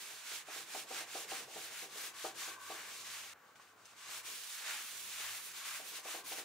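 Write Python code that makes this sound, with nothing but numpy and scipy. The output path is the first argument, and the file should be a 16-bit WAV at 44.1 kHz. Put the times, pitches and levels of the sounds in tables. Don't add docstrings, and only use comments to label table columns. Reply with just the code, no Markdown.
import sys
import numpy as np
from scipy import signal
from scipy.fft import rfft, irfft, next_fast_len
from scipy.io import wavfile
from scipy.ndimage import uniform_filter1d, map_coordinates

SR = 44100
rng = np.random.default_rng(int(sys.argv[2]) if len(sys.argv) > 2 else 0)


def store_pcm(level_fs):
    pcm = np.round(np.clip(level_fs, -1, 1) * 32767).astype(np.int16)
    wavfile.write(sys.argv[1], SR, np.atleast_2d(pcm).T)


def boost(x):
    u = np.asarray(x, float) / 20
    return 10 ** u


N = 284031
SECONDS = np.arange(N) / SR

# t/s, peak level/dB, low modes re all/dB, left-right/dB
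KNOCKS = [(0.105, -59, -23, 8), (0.318, -52.5, -7.5, 1.0), (0.482, -44.5, -15, 0), (0.562, -50, -7, 1),
          (0.745, -38, -19, 0.5), (0.907, -38.5, -19.5, -0.5), (1.007, -46.5, -12.5, -1.5),
          (1.151, -37.5, -13, 1.5), (1.316, -38, -20, 0.5), (1.412, -63, 2, -1), (1.482, -51, -16, 2),
          (1.561, -42, -9.5, 1), (1.827, -49, -9, 1), (1.957, -51, -7, 0), (2.039, -62, 1, -1),
          (2.245, -33, -16.5, 0.5), (2.479, -48.5, -9.5, -1), (2.7, -39.5, -14.5, 0), (4.283, -60.5, -1, 1),
          (4.702, -65.5, -1, 0.0), (5.797, -48.5, -18, 3.0), (5.919, -62, -1, 1), (5.986, -54, -18, 3.0),
          (6.054, -44.5, -10.5, 0), (6.144, -42, -12, 0), (6.316, -41.5, -14, 0.5), (6.382, -44, -13, 0)]


def unit(x):
    return x / np.sqrt(np.mean(x ** 2) + 1e-20)


def along(points, hz):
    f, v = np.transpose(points)
    return np.interp(np.log(hz + 1), np.log(f + 1), v)


def wobble(rate):
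    knots = rng.standard_normal(int(N * rate / SR) + 4)
    return map_coordinates(knots, [SECONDS * rate])


def filtered(x, response):
    m = next_fast_len(N + 8192, True)
    return irfft(rfft(x, m) * response(np.fft.rfftfreq(m, 1 / SR)), m)[..., :N]


def sides(pan_db):
    return boost(np.array([pan_db / 2, -pan_db / 2]))


def spells(rows, rest_db, fade_s):
    gain = boost(rest_db)
    for start_s, end_s, db in rows:
        inside_s = np.minimum(SECONDS - start_s, end_s - SECONDS)
        gain = gain + boost(db) * np.clip(inside_s / fade_s + .5, 0, 1)
    return gain


def ports(hz):
    # f/Hz, phase/rad
    lead_rad = [(0, -1.5), (2500, 0.3), (3530, 0.24), (4910, 0.49), (6030, 0.39), (7580, 1.7),
                (11200, 1.75), (15600, -1.1)]
    # f/Hz, left-right/dB
    lean_db = [(60, 5), (130, 4), (290, -2.5), (640, 4.5), (1410, 0.5), (3100, 0.5), (6820, -2), (15000, 3)]
    apart = hz ** 2 / (hz ** 2 + 450 ** 2)
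    half = boost(apart * along(lean_db, hz) / 2) * np.exp(.5j * apart * along(lead_rad, hz))
    return np.array([half, 1 / half])


def slips(spectrum, scatter_db, patchy_db):
    # f/Hz, correlation/1
    alike = [(60, 1.0), (130, 0.99), (290, 0.99), (640, 0.74), (1410, 0.81), (3100, 0.42), (6820, 0.39),
             (15000, 0.033)]
    size = boost(scatter_db * np.clip(rng.standard_normal(N), -2, 2))
    z = signal.stft(size * rng.standard_normal((2, N)), nperseg=512)[2]
    field = uniform_filter1d(rng.standard_normal(z.shape[1:]), 7, 0)
    field = uniform_filter1d(field, 10, 1)
    shared, own = z * boost(patchy_db * unit(field))
    hz = np.fft.rfftfreq(512, 1 / SR)[:, None]
    turn = np.arccos(np.clip(along(alike, hz), -1, 1)) / 2
    mid, side = np.cos(turn) * shared, np.sin(turn) * own
    pair = signal.istft(np.array([mid + side, mid - side]) * ports(hz), nperseg=512)[1][:, :N]
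    return unit(filtered(pair, lambda f: boost(along(spectrum, f))))


def shop():
    # f/Hz, density/dB per Hz
    air_spectrum = [(15, -60), (25, -29), (107, -11), (160, -10.5), (350, -9.5), (800, -6.5), (1500, -3),
                    (1750, -9.5), (4000, -23.5), (8000, -36), (15700, -18)]
    # start t/s, end t/s, level/dB
    hum_spells = [
        (.93, 1.1, -86),
        (1.28, 1.75, -83),
        (2.35, 3.37, -80.5),
        (3.66, 4.3, -84.5),
        (4.9, 5.42, -80),
        (5.46, 5.88, -85),
        (6.2, 6.5, -94),
    ]
    phase = 2 * np.pi * 99.9 * SECONDS + 0.55 * wobble(7.1)
    hum = boost(2.1 * wobble(9)) * spells(hum_spells, rest_db=-92, fade_s=.08) * np.sin(phase)
    drift_db = .8 * wobble(2.81)
    return boost(-65.5 + drift_db) * slips(air_spectrum, scatter_db=-1.5, patchy_db=2.0) + hum


def whir():
    # f/Hz, width/Hz, level/dB
    resonances = [(1037, 115, -3.5), (1140, 82, 0), (1545, 116, -3)]
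    # start t/s, end t/s, level/dB
    swells = [
        (.8, 1.5, -74),
        (1.9, 2.35, -64),
        (2.38, 2.8, -57.5),
        (2.85, 3.2, -64),
        (4.0, 4.35, -67),
        (4.85, 5.3, -76),
        (5.6, 5.76, -61),
        (5.9, 6.3, -65),
    ]
    out = 0
    for centre_hz, width_hz, db in resonances:
        def band(f):
            return (1j * f * width_hz / (centre_hz ** 2 - f * f + 1j * f * width_hz)) ** 2
        air = rng.standard_normal(N) + 0.47 * rng.standard_normal((2, N))
        swell_db = 1.6 * wobble(7)
        out = out + boost(db + swell_db) * unit(filtered(air, band))
    return boost(-3.0) * spells(swells, rest_db=-72.5, fade_s=0.12) * out


def room(x):
    # f/Hz, t60/s
    decay = [(200, 0.058), (2000, 0.41), (10000, 0.2)]
    hz, t, z = signal.stft(rng.standard_normal((2, SR // 2)), SR, nperseg=256)
    dying = boost(-60 * t / along(decay, hz)[:, None])
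    tail = signal.istft(z * dying, SR, nperseg=256)[1]
    late = np.pad(x.mean(0), (300, 0))[None]
    return signal.fftconvolve(late, tail / np.linalg.norm(tail[0]), axes=1)[:, :N]


def tremble():
    # f/Hz, density/dB per Hz
    rumble_spectrum = [(65, -58), (110, -13), (322, -6.5), (370, -1.5), (430, -1), (570, -4.5), (900, -4),
                       (1170, -51), (1980, -120)]
    t60_s = 1.9
    after = 0
    for s, db, *_ in KNOCKS:
        after = after + (SECONDS > s) * boost(db - 60 * np.abs(SECONDS - s) / t60_s)
    shake = boost(-78) + boost(-28 + scrub()[0]) + boost(-30.5) * after
    return shake * boost(0.9 * wobble(23)) * slips(rumble_spectrum, scatter_db=1.0, patchy_db=3.0)


def snaps():
    # t/s, peak level/dB, f/Hz, t60/s
    creases = [
        (3.4814, -63, 5000, .04),
        (3.5573, -49, 1500, .06),
        (3.5977, -44, 1110, 0.07),
        (3.6744, -52, 1730, 0.068),
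        (3.855, -49, 6170, 0.089),
        (3.934, -51, 1140, .05),
        (4.0928, -40, 1190, 0.088),
        (4.12, -43, 1120, 0.047),
    ]
    out, t = np.zeros((2, N + SR)), np.arange(SR // 5) / SR
    for s, db, hz, t60 in creases:
        band = signal.butter(2, [hz / 1.4, min(hz * 1.64, 15000)], "band", fs=SR)
        noise = rng.standard_normal(len(t)) + 0.89 * rng.standard_normal((2, len(t)))
        rustle = boost(-60 * t / t60) * unit(signal.lfilter(*band, noise))
        pop = 2.5 * boost(-60 * t / .015) * np.sin(2 * np.pi * hz * t)
        out[:, round(s * SR):][:, :len(t)] += boost(db - 12.0) * (rustle + pop)
    return out[:, :N]


def knocks():
    # f/Hz, level/dB, t60/s
    modes = [(191.4, -16.5, 0.27), (242, -48, 0.029), (330.2, -3.5, 0.56), (427, 0.5, 0.23), (483, 0, 0.28),
             (540, -13, 0.1), (622, -1, 0.18), (699, -1, 0.24), (774, 3, 0.25), (890, 1.5, 0.079),
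             (1090, -22, 0.12), (1210, -2.5, 0.12)]
    # f/Hz, density/dB per Hz
    thump_spectrum = [(120, -71), (250, -7), (450, -3), (800, -5.5), (950, -6.5), (1400, -9), (3000, -60)]
    out, t = np.zeros((2, N + SR)), np.arange(SR // 5) / SR
    hz, level_db, t60 = np.transpose(modes)[:, :, None]
    dull = unit(filtered(rng.standard_normal(N), lambda f: boost(along(thump_spectrum, f))))
    dull = np.pad(dull, (0, SR))
    lead = np.array([[[.3]], [[-.3]]]) * (hz / 700) ** 2
    for s, db, low_db, pan_db in KNOCKS:
        luck = rng.standard_normal((3, len(modes), 1))
        gain_db = level_db + 0.45 * luck[0] + (hz < 520) * (low_db + 9)
        onset = np.clip(t - 0.00648 * hz / 800, 0, None)
        phase = (onset > 0) * (0.36 * luck[1] + lead)
        swing = np.sin(2 * np.pi * hz * (1 + 0.0047 * luck[2]) * onset + phase)
        first = boost(2.0 - 60 * onset / 0.067) + boost(-1.5)
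        push = 1 - np.exp(-onset / 0.0035)
        ring = boost(gain_db - 60 * onset / t60) * push * first * swing
        at = round((s - .006) * SR)
        thump = boost(4.0 - 60 * t / 0.19) * (1 - np.exp(-t / 0.007)) * dull[at:][:len(t)]
        out[:, at:][:, :len(t)] += boost(db - 12) * (ring.sum(1) + thump) * sides(pan_db)[:, None]
    return out[:, :N]


def strokes(rows, end_s, end_db):
    turn_s, turn_db, top_s, top_db, dry_db = np.transpose(rows)
    k = np.clip(np.searchsorted(turn_s, SECONDS, "right") - 1, 0, None)
    next_s, next_db = np.append(turn_s[1:], end_s)[k], np.append(turn_db[1:], end_db)[k]
    rising = SECONDS < top_s[k]
    rise = (SECONDS - turn_s[k]) / (top_s - turn_s)[k]
    fall = (next_s - SECONDS) / (next_s - top_s[k])
    u = np.clip(np.where(rising, rise, fall), 0, 1)
    speed = np.sin(np.pi / 2 * u) ** np.where(rising, 1.11, 1.42)
    low = boost(np.where(rising, turn_db[k], next_db))
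    level_db = 20 * np.log10(low + (boost(top_db[k]) - low) * speed)
    slow_db = top_db[k] - level_db
    progress = np.clip((SECONDS - turn_s[k]) / (next_s - turn_s[k]), 0, 1)
    return level_db, slow_db, np.interp(SECONDS, top_s, dry_db), speed * (progress - .5)


def scrub():
    # turn t/s, level there/dB, fastest t/s, level there/dB, dryness/dB
    spread_strokes = [(0.0, -56, 0.029, -52, 0.2), (0.232, -56, 0.346, -46.8, -2.5),
                      (0.446, -69.5, 0.59, -49.5, -1.2), (0.659, -59.9, 0.78, -48.5, -1),
                      (0.864, -63, 0.99, -46.5, -3.2), (1.06, -60.5, 1.202, -48.5, -1.5),
                      (1.27, -59.5, 1.333, -47.1, -1.5), (1.47, -61.5, 1.645, -50.5, -1.5),
                      (1.702, -55.5, 1.81, -50, -0.9), (1.89, -62, 2.054, -48.5, -0.5),
                      (2.129, -64.0, 2.243, -49, -2.8), (2.34, -64.5, 2.44, -47.5, -2),
                      (2.584, -67, 2.7, -51.5, -1), (2.82, -54.5, 3, -51.5, -4),
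                      (3.038, -55, 3.1, -49.5, -3)]
    # turn t/s, level there/dB, fastest t/s, level there/dB, dryness/dB
    fold_slips = [
        (3.337, -79, 4.1, -66, -8),
        (3.47, -74, 3.486, -72.5, -4),
        (3.551, -76, 3.56, -66, 0),
        (3.596, -73, 3.62, -64.5, -7),
        (3.646, -68.5, 3.675, -69.5, -9),
        (3.755, -77, 3.82, -69, -1.5),
        (3.848, -69.5, 3.856, -62.5, 1),
        (3.885, -66, 3.91, -63.5, -3),
    ]
    # turn t/s, level there/dB, fastest t/s, level there/dB, dryness/dB
    pad_strokes = [(3.955, -68, 4.0, -58, -1), (4.06, -55.5, 4.165, -48.5, -1), (4.228, -62, 4.28, -50, 0),
                   (4.45, -51.5, 4.55, -50, 1), (4.642, -50.5, 4.695, -45.5, -4),
                   (4.77, -49, 4.74, -49.5, 0), (4.94, -52, 5.0, -51, 3.5), (5.09, -51, 5.14, -48.5, -2),
                   (5.17, -49, 5.225, -46, -1.5), (5.28, -48, 5.34, -48.5, 1),
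                   (5.42, -54.5, 5.46, -53, 4.5), (5.53, -55.5, 5.574, -49.5, -1.5),
                   (5.63, -53, 5.688, -47, 0), (5.836, -56, 5.89, -51.5, 3.5),
                   (5.93, -52.5, 5.97, -49, -1.5), (6.024, -62, 6.118, -47.5, -0.5),
                   (6.235, -66, 6.285, -50, 4), (6.312, -48.5, 6.326, -45.5, 1),
                   (6.35, -50.5, 6.374, -47, 0)]
    change_s = 3.3362
    before = strokes(spread_strokes, change_s + 0.061, end_db=-62.5)
    after = strokes(list(fold_slips) + list(pad_strokes), N / SR, end_db=-59)
    return np.where(np.arange(N) < change_s * SR, before, after)


def flecks():
    per_s, mean_hz, spread_db = 260, 3600, 3.5
    when, size, tone, side = rng.random((int(per_s * N / SR), 4)).T
    at = (when * (N - 256)).astype(int)
    hz, t = mean_hz * 2 ** (2.5 * (tone[:, None] - .5)), np.arange(256) / SR
    gain = boost(scrub()[0][at] + 0.5 - spread_db * np.log(1 - .99 * size))
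    grains = gain[:, None] * np.exp(-t * hz / 2.3) * np.sin(2 * np.pi * hz * t)
    where = (at[:, None] + np.arange(256)).ravel()
    ticks = []
    for g in sides(6 * (side - .5)):
        ticks.append(np.bincount(where, (grains * g[:, None]).ravel(), N))
    return filtered(np.array(ticks), lambda f: (f * f / (f * f + 1400 ** 2)) ** 2)


def rubbing():
    # f/Hz, density/dB per Hz
    body_spectrum = [(290, -56), (500, -28.5), (636, -6.5), (701, -16.5), (767, -8), (1670, 0.5),
                     (3000, -3.5), (3900, -38), (6600, -120)]
    # f/Hz, density/dB per Hz
    hiss_spectrum = [(1290, -44.5), (2200, -3.5), (3170, -2), (3500, -0.5), (5180, -3.5), (7230, -1.5),
                     (9460, -6.5), (10500, -14), (13600, -14), (22000, -120)]
    # f/Hz, density/dB per Hz
    sheen_spectrum = [(5590, -32), (9500, 0), (12000, -5.5), (14100, -3.5), (15600, -5.5)]
    # t/s, left-right/dB
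    hand_place = [(0.0, -1.0), (0.16, -2.0), (1.61, -1), (2.15, 1.5), (3.3, -0.5), (3.41, 1), (4.36, 0.0),
                  (4.41, -2.5), (4.82, 0), (4.98, -3), (5.26, 1), (5.45, -2.5), (5.6, 1.5), (5.92, -1.5),
                  (5.97, 1), (6.44, -0.5)]
    hiss_db, slow_db, dry_db, late = scrub()
    body_db = -3.85 + 0.24 * slow_db - 0.26 * dry_db + 1.8 * wobble(8)
    sheen_db = -1.5 - 0.2 * slow_db + 1.1 * dry_db + 3 * late + 0.27 * wobble(20)
    stroke = boost(hiss_db + .55 * wobble(25) + .45 * wobble(90))
    hiss = boost(2.0) * slips(hiss_spectrum, scatter_db=0.5, patchy_db=0.56)
    body = boost(body_db) * slips(body_spectrum, scatter_db=1.5, patchy_db=0.5)
    sheen = boost(sheen_db) * slips(sheen_spectrum, scatter_db=2.0, patchy_db=0.5)
    pan_db = np.interp(SECONDS, *np.transpose(hand_place))
    return stroke * (hiss + body + sheen) * sides(pan_db)


def scene():
    hits = knocks() + snaps()
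    background = shop() + whir() + boost(-20.5) * room(hits)
    return background + tremble() + hits + flecks() + rubbing()


def low_pass(x):
    return signal.sosfilt(signal.butter(12, 16030, fs=SR, output="sos"), x)


def record(dry):
    heard = filtered(dry, lambda hz: (hz < 15740) * hz ** 2 / (hz ** 2 + 40 ** 2))
    return low_pass(heard)


dry = scene()
out = record(dry)
store_pcm(out)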